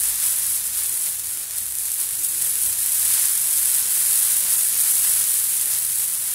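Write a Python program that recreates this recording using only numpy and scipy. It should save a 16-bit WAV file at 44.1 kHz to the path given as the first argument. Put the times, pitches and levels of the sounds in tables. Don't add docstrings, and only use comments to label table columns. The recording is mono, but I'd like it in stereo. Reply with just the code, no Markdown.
import sys
import numpy as np
from scipy import signal
from scipy.fft import rfft, irfft
from scipy.io import wavfile
from scipy.ndimage import uniform_filter1d

SR = 44100
rng = np.random.default_rng(int(sys.argv[2]) if len(sys.argv) > 2 else 0)


def gain_from_decibels(decibels):
    exponent = np.asarray(decibels, float) / 20
    return 10 ** exponent


def master_out(mix):
    frames = np.transpose(np.atleast_2d(mix))
    ceiling = np.clip(frames, -1, 1)
    pcm = np.round(ceiling * 32767).astype(np.int16)
    wavfile.write(sys.argv[1], SR, pcm)


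N = 279594
T = np.arange(N) / SR

# [t/s, boil level/dB, share bursting at the right rim/0-1, treble left over right/dB]
BOIL = [(0.0, -20.5, .5, -5), (0.4, -20.5, 0.26, -4), (0.65, -24, .35, -4.5), (1.15, -24.5, 0.7, -4.5),
        (1.47, -26.5, 0.95, -4), (1.72, -27.5, 0.85, -6), (2.1, -25, .9, -6.5), (2.76, -22.5, .95, -7),
        (3.0, -19.5, 0.7, -5.5), (3.33, -19.5, 1, -4.5), (3.45, -20, .1, -3), (4.15, -18.5, 0.35, -5),
        (4.75, -19.5, 0.5, -5), (5.2, -18, .2, -5), (5.62, -21, 0.8, -6), (5.92, -23, 0.5, -5),
        (6.34, -24, 0.3, -6)]
# [t of the flare's height/s, fizz lift/dB, extra lift of the wet dull part/dB, length/s]
DRIPS = [(0.076, 0, 1, .1), (0.255, 2, 0.5, 0.11), (0.806, 1.5, 3.5, .12), (1.07, 1, 4, 0.047),
         (1.29, 1, -0.5, 0.079), (1.577, 2, 0, 0.16), (1.858, 5, -2, 0.075), (2.021, 4.5, -0.5, 0.068),
         (2.225, 3, -3.5, 0.11), (2.435, 2, 0, 0.17), (2.666, 2, -0.5, 0.16), (2.86, 0.5, 0, 0.075),
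         (3.177, 0.5, 4, 0.31), (3.76, 0, 1, 0.14), (4.276, -1.2, 2, 0.089), (4.873, 0, 2, .08),
         (5.064, 0.5, 1, 0.11), (5.745, 3, 0, 0.084), (6.026, 2.5, 0.5, 0.041), (6.266, 0.5, 1, 0.071)]
# [t/s, loss/dB, length/s]
SIZZLE_DIPS = [
    (0.915, 0.5, 0.041),
    (1.222, 2, 0.052),
    (1.477, 3, 0.046),
    (1.702, 2, .07),
    (2.55, -0.5, 0.043),
    (2.767, 1.5, 0.05),
    (5.66, 0.5, 0.085),
    (6.19, 1, 0.049),
]
# [t/s, peak level/dB]
LARGE_BURSTS = [(0.0558, -6), (0.2264, -6), (0.9408, -9), (1.27, -8), (1.3723, -8), (1.509, -9),
                (1.5833, -5), (1.722, -10), (1.7529, -7), (1.7858, -7), (1.9175, -6), (1.941, -8),
                (2.0004, -6), (2.0896, -7), (2.1904, -9), (2.2483, -5), (2.4219, -2), (2.5551, -5),
                (2.6339, -4), (2.8609, -3), (3.052, -3), (3.255, -3), (3.5833, -4), (3.6566, -2),
                (4.2288, -2), (4.9541, -2), (5.1367, -4), (5.6121, -4), (5.6575, -4), (6.2233, -11)]
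# [f/Hz, left level/dB per Hz, right level/dB per Hz]
PORT_COLOUR = [(290, -38.5, -33), (500, -29.5, -26), (750, -24, -26), (1154, -22, -19.5), (1730, -19, -15),
               (2670, -17.5, -15), (3670, -16.5, -12), (5900, -13, -11.5), (7040, -10.5, -7.5),
               (8550, -4, -4.5), (9240, -3, -0.8), (10360, -4.5, 2), (12340, -10, -2.5), (16400, -13, -12)]
# [f/Hz, width/Hz, level/dB]
IRON_RINGS = [(536, 20, -7.5), (896, 53, -11), (945, 24, -8.5), (1533, 42, -9.5), (1774, 110, -17)]
# [t/s, peak level/dB]
OVERLOAD_TICKS = [(3.3292, -28), (3.6595, -31), (3.8589, -28.5), (4.1655, -32), (4.4308, -33),
                  (4.4513, -24), (4.6828, -32), (4.734, -28), (4.892, -33), (4.9555, -24.5), (5.419, -33),
                  (5.669, -28), (5.824, -31)]
# [f/Hz, level/dB per Hz]
RUMBLE_COLOUR = [(21, -40), (36, -5), (92, 1.5), (194, -1.5), (256, -12), (342, -5), (420, -10.5),
                 (550, -19), (920, -120)]
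# [f/Hz, likeness/0-1]
RUMBLE_LIKENESS = [(60, 1), (140, 0.96), (330, 0.36), (800, 0.52)]
# [t/s, level/dB, length/s]
THROTTLE_BLIPS = [(0.1, -52, .16), (0.5, -55, .24), (0.8, -62, .3), (1.27, -62, .1), (1.73, -60, .35),
                  (2.1, -66, .2), (2.673, -54, 0.2), (3.103, -54, .2), (3.57, -59, 0.091), (4.07, -62, .07),
                  (5.05, -60, .1), (5.95, -60, .14)]
# [start t/s, length/s, f/Hz, level/dB]
TRAFFIC_MOANS = [
    (.68, 0.33, 347, -56.5),
    (1.24, 0.21, 320, -57),
    (2.199, 0.36, 330.4, -55),
    (2.7, 0.12, 345.5, -60),
]
# [from t/s, to t/s]
TREBLE_APART = [(.11, .24), (.565, .655), (.68, .76), (1.11, 1.29), (1.42, 1.55), (1.835, 1.91),
                (2.16, 2.23), (2.71, 2.785), (3.82, 3.895), (4.415, 4.49), (4.7, 4.77), (5.207, 5.28),
                (5.72, 5.79)]


def batter():
    t, *columns = np.transpose(BOIL)
    boil_db, right, pan_db = (np.interp(T, t, column) for column in columns)
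    right = np.clip(right, 0, 1)
    fizz_db = boil_db + sum(db * bump(at, length) for at, db, _, length in DRIPS)
    fizz_db = fizz_db - sum(db * bump(at, length) for at, db, length in SIZZLE_DIPS)
    wet_db = sum(db * bump(at, length) for at, _, db, length in DRIPS)
    above = fizz_db - fizz_db.mean()

    small = patch(right, per_s=2300, spread_db=3.4, wet_db=-2.5)
    large = patch(right, per_s=4000, spread_db=2.5, wet_db=-2.5)
    small += gain_from_decibels(10 + 4 * rng.standard_normal(N)) * (rng.random(N) < 14 / SR)
    add_large_bursts(small, fizz_db)
    spectrum = through_ports(small, large)

    hz = np.fft.rfftfreq(N, 1 / SR)
    low = 1 / (1 + (hz / 2200) ** 4)
    high = 1 / (1 + (6800 / (hz + 1)) ** 8)
    simmer, crackle, fizz = (irfft(spectrum * gain, N) for gain in (low, 1 - low - high, high))
    murmur = irfft(spectrum * low / (1 + (hz / 820) ** 8), N)
    sway = gain_from_decibels(np.outer([.5, -.5], pan_db - pan_db.mean()))
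    mix = sway * fizz
    mix += gain_from_decibels(0.5 - 0.062 * above + 0.64 * wet_db) * crackle
    mix += gain_from_decibels(-1.35 - 0.06 * above + wet_db) * (simmer - murmur)
    mix += gain_from_decibels(-0.5 - 0.54 * above) * murmur
    return gain_from_decibels(fizz_db + 1.2) * mix / fizz.std()


def add_large_bursts(small, fizz_db):
    start_db, t60_s, length = -16.5, 0.0096, 400
    spray = gain_from_decibels(start_db - 60 * T[:length] / t60_s) * rng.standard_normal((len(LARGE_BURSTS), length))
    spray[:, 0] = 1
    for (at, db), burst in zip(LARGE_BURSTS, spray):
        i = round(at * SR)
        small[:, i + 24:][:, :length] += gain_from_decibels(db - fizz_db[i] + 5.5) * burst


def patch(right, per_s, spread_db, wet_db):
    rim_lag = 6
    clumps = gain_from_decibels(0.86 * drift(0.00059) + 0.59 * drift(0.12))
    direct = bursts(0.63 * np.sqrt(right) * clumps, .35 * per_s, spread_db, lag=rim_lag, scatter=.5)
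    direct += bursts(0.71 * np.sqrt(1 - right) * clumps, .35 * per_s, spread_db, lag=-rim_lag, scatter=0.6)
    direct += bursts(clumps, per_s, spread_db, lag=0, scatter=9)
    direct = evened(direct)
    return direct + gain_from_decibels(wet_db) * kitchen(direct)


def bursts(weight, per_s, spread_db, lag, scatter):
    size = gain_from_decibels(spread_db * np.minimum(rng.exponential(1, N), 5)) * rng.choice([-1., 1.], N)
    train = weight * evened(size * (rng.random(N) < per_s / SR))
    delay = np.round(lag + scatter * rng.standard_normal(N)).astype(int)
    late = np.clip(np.arange(N) + delay, 0, N - 1)
    return np.array([np.bincount(late, train, N), train])


def kitchen(x):
    t60_s = 0.11
    fade = gain_from_decibels(-60 / (t60_s * SR)) ** 2
    energy = signal.lfilter([1 - fade], [1, -fade], x ** 2)
    return rng.standard_normal((2, N)) * np.sqrt(energy)


def through_ports(small, large):
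    hz = np.fft.rfftfreq(N, 1 / SR)
    share = 0.88 / (1 + (hz / 4500) ** 2)
    spectrum = np.sqrt(1 - share) * rfft(small) + np.sqrt(share) * rfft(large)
    alike = 0.26 / (1 + (hz / 1100) ** 4)
    spectrum = (1 - alike) * spectrum + alike * 0.96 * spectrum.mean(0)
    grid = np.fft.rfftfreq(4096, 1 / SR)
    f, *ports = np.transpose(PORT_COLOUR)
    responses = [causal(read(np.c_[f, db], grid)) for db in ports]
    rings = sum(gain_from_decibels(db) / (1 + 2j * (hz - f0) / width) for f0, width, db in IRON_RINGS)
    return spectrum * rfft(responses, N) * (1 + rings)


def ticks():
    blips = sum(gain_from_decibels(db) * np.exp(-((T - at) / 0.00025) ** 2) for at, db in OVERLOAD_TICKS)
    return np.outer([0, 1], blips)


def rumble():
    frames, bins = N // 1024 + 5, 200
    hz = np.fft.rfftfreq(4096, 1 / SR)[:bins]
    a, b, c, d, patches = rng.standard_normal((frames, bins, 5)).T
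    patches = evened(uniform_filter1d(uniform_filter1d(patches, 3, 0), 10, 1))
    same = np.clip(read(RUMBLE_LIKENESS, hz), -1, 1)[:, None]
    left = a + 1j * b
    right = same * left + np.sqrt(1 - same ** 2) * (c + 1j * d)
    z = np.zeros((2, 2049, frames), complex)
    z[:, :bins] = left, right
    z[:, :bins] *= gain_from_decibels(read(RUMBLE_COLOUR, hz)[:, None] + 2.0 * patches)
    noise = evened(signal.istft(z, nperseg=4096, noverlap=3072)[1][:, :N])
    swell_db = 3 * bump(2.9, 0.89) + 1.5 * drift(0.069)
    return gain_from_decibels(-56 + swell_db - swell_db.mean()) * noise


def drone():
    engine_hz = 62.8 + 4.8 * T - 11.9 * np.exp(-T / 0.251)
    engine = tone(engine_hz * (1 + 0.045 * drift(0.04)))
    blips = sum(gain_from_decibels(db) * bump(at, length) for at, db, length in THROTTLE_BLIPS)
    level = gain_from_decibels(-67.5 + 3.7 * drift(0.1)) + gain_from_decibels(2.2 * drift(0.025)) * blips
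    hum = gain_from_decibels(-66 + 4 * drift(0.08)) * tone(101 * (1 + 0.0302 * drift(0.049)))
    return np.sqrt(2) * (level * engine + hum)


def moans():
    out = np.zeros(N)
    for at, length, hz, db in TRAFFIC_MOANS:
        slow = evened(uniform_filter1d(rng.standard_normal(N), size=1100))
        swell = np.exp(-((T - at - length / 2) / (0.67 * length)) ** 4)
        out += gain_from_decibels(db) * slow * np.cos(2 * np.pi * hz * T) * swell
    return out * gain_from_decibels(np.array([[-9], [3]]))


def tone(hz):
    return np.sin(2 * np.pi * np.cumsum(hz) / SR)


def bump(at, length):
    return np.exp(-(2 * (T - at) / length) ** 2)


def drift(seconds):
    width = int(seconds * SR)
    return evened(uniform_filter1d(uniform_filter1d(rng.standard_normal(N), width), width))


def evened(x):
    return x / np.sqrt(np.mean(x ** 2) + 1e-20)


def read(points, hz):
    f, value = np.transpose(points)
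    return np.interp(np.log(hz + 1), np.log(f + 1), value)


def causal(db):
    log_gain = np.log(gain_from_decibels(np.maximum(np.r_[db, db[-2:0:-1]], -100)))
    return np.fft.ifft(np.exp(np.conj(signal.hilbert(log_gain)))).real[:1024]


def local_power(z, bins, frames):
    return uniform_filter1d(uniform_filter1d(abs(z) ** 2, size=bins, axis=-2), size=frames, axis=-1)


def scene():
    return batter() + ticks() + rumble() + drone() + moans()


def starved(x):
    turn = np.array([[1, 1], [1, -0.95]]) / np.sqrt(2)
    hz, t, z = signal.stft(turn @ x, SR, nperseg=2048, noverlap=1536)
    near = local_power(z, bins=4, frames=3)
    band = local_power(z, bins=32, frames=9)
    need = .42 * ((hz > 1900) & (hz < 6600)) + .22 * (hz < 1900) * (hz > 550)
    hunger = gain_from_decibels(1.5 * np.interp(t, T, drift(.04)))
    keep = near > need[:, None] * hunger * band
    return turn @ signal.istft(z * keep, SR, nperseg=2048, noverlap=1536)[1][:, :N]


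def joined_treble(x):
    hz, t, z = signal.stft(x, SR, nperseg=512)
    hz = hz[:, None]
    mid = z.mean(0)
    strength = local_power(z, bins=12, frames=6)
    mid_strength = local_power(mid, bins=12, frames=6)
    joined = mid * np.sqrt(abs(strength / (mid_strength + 1e-20)))
    apart = sum((t > a) & (t < b) for a, b in TREBLE_APART) > 0
    slips = rng.standard_normal(mid.shape)
    slips = evened(uniform_filter1d(uniform_filter1d(slips, size=14, axis=0), size=8, axis=1))
    apart = apart | (slips > 1.7) & (hz > 9000)
    z = np.where((hz > 7500) & ~apart, joined, z) * (hz < 15750)
    return signal.istft(z, SR, nperseg=512)[1][:, :N]


def top_cut(x):
    return signal.sosfilt(signal.butter(12, 17000, fs=SR, output="sos"), x)


def record(dry):
    overloaded = .9 * np.tanh(dry / .9)
    mix = joined_treble(starved(overloaded))
    return top_cut(mix)


dry = scene()
out = record(dry)
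master_out(out)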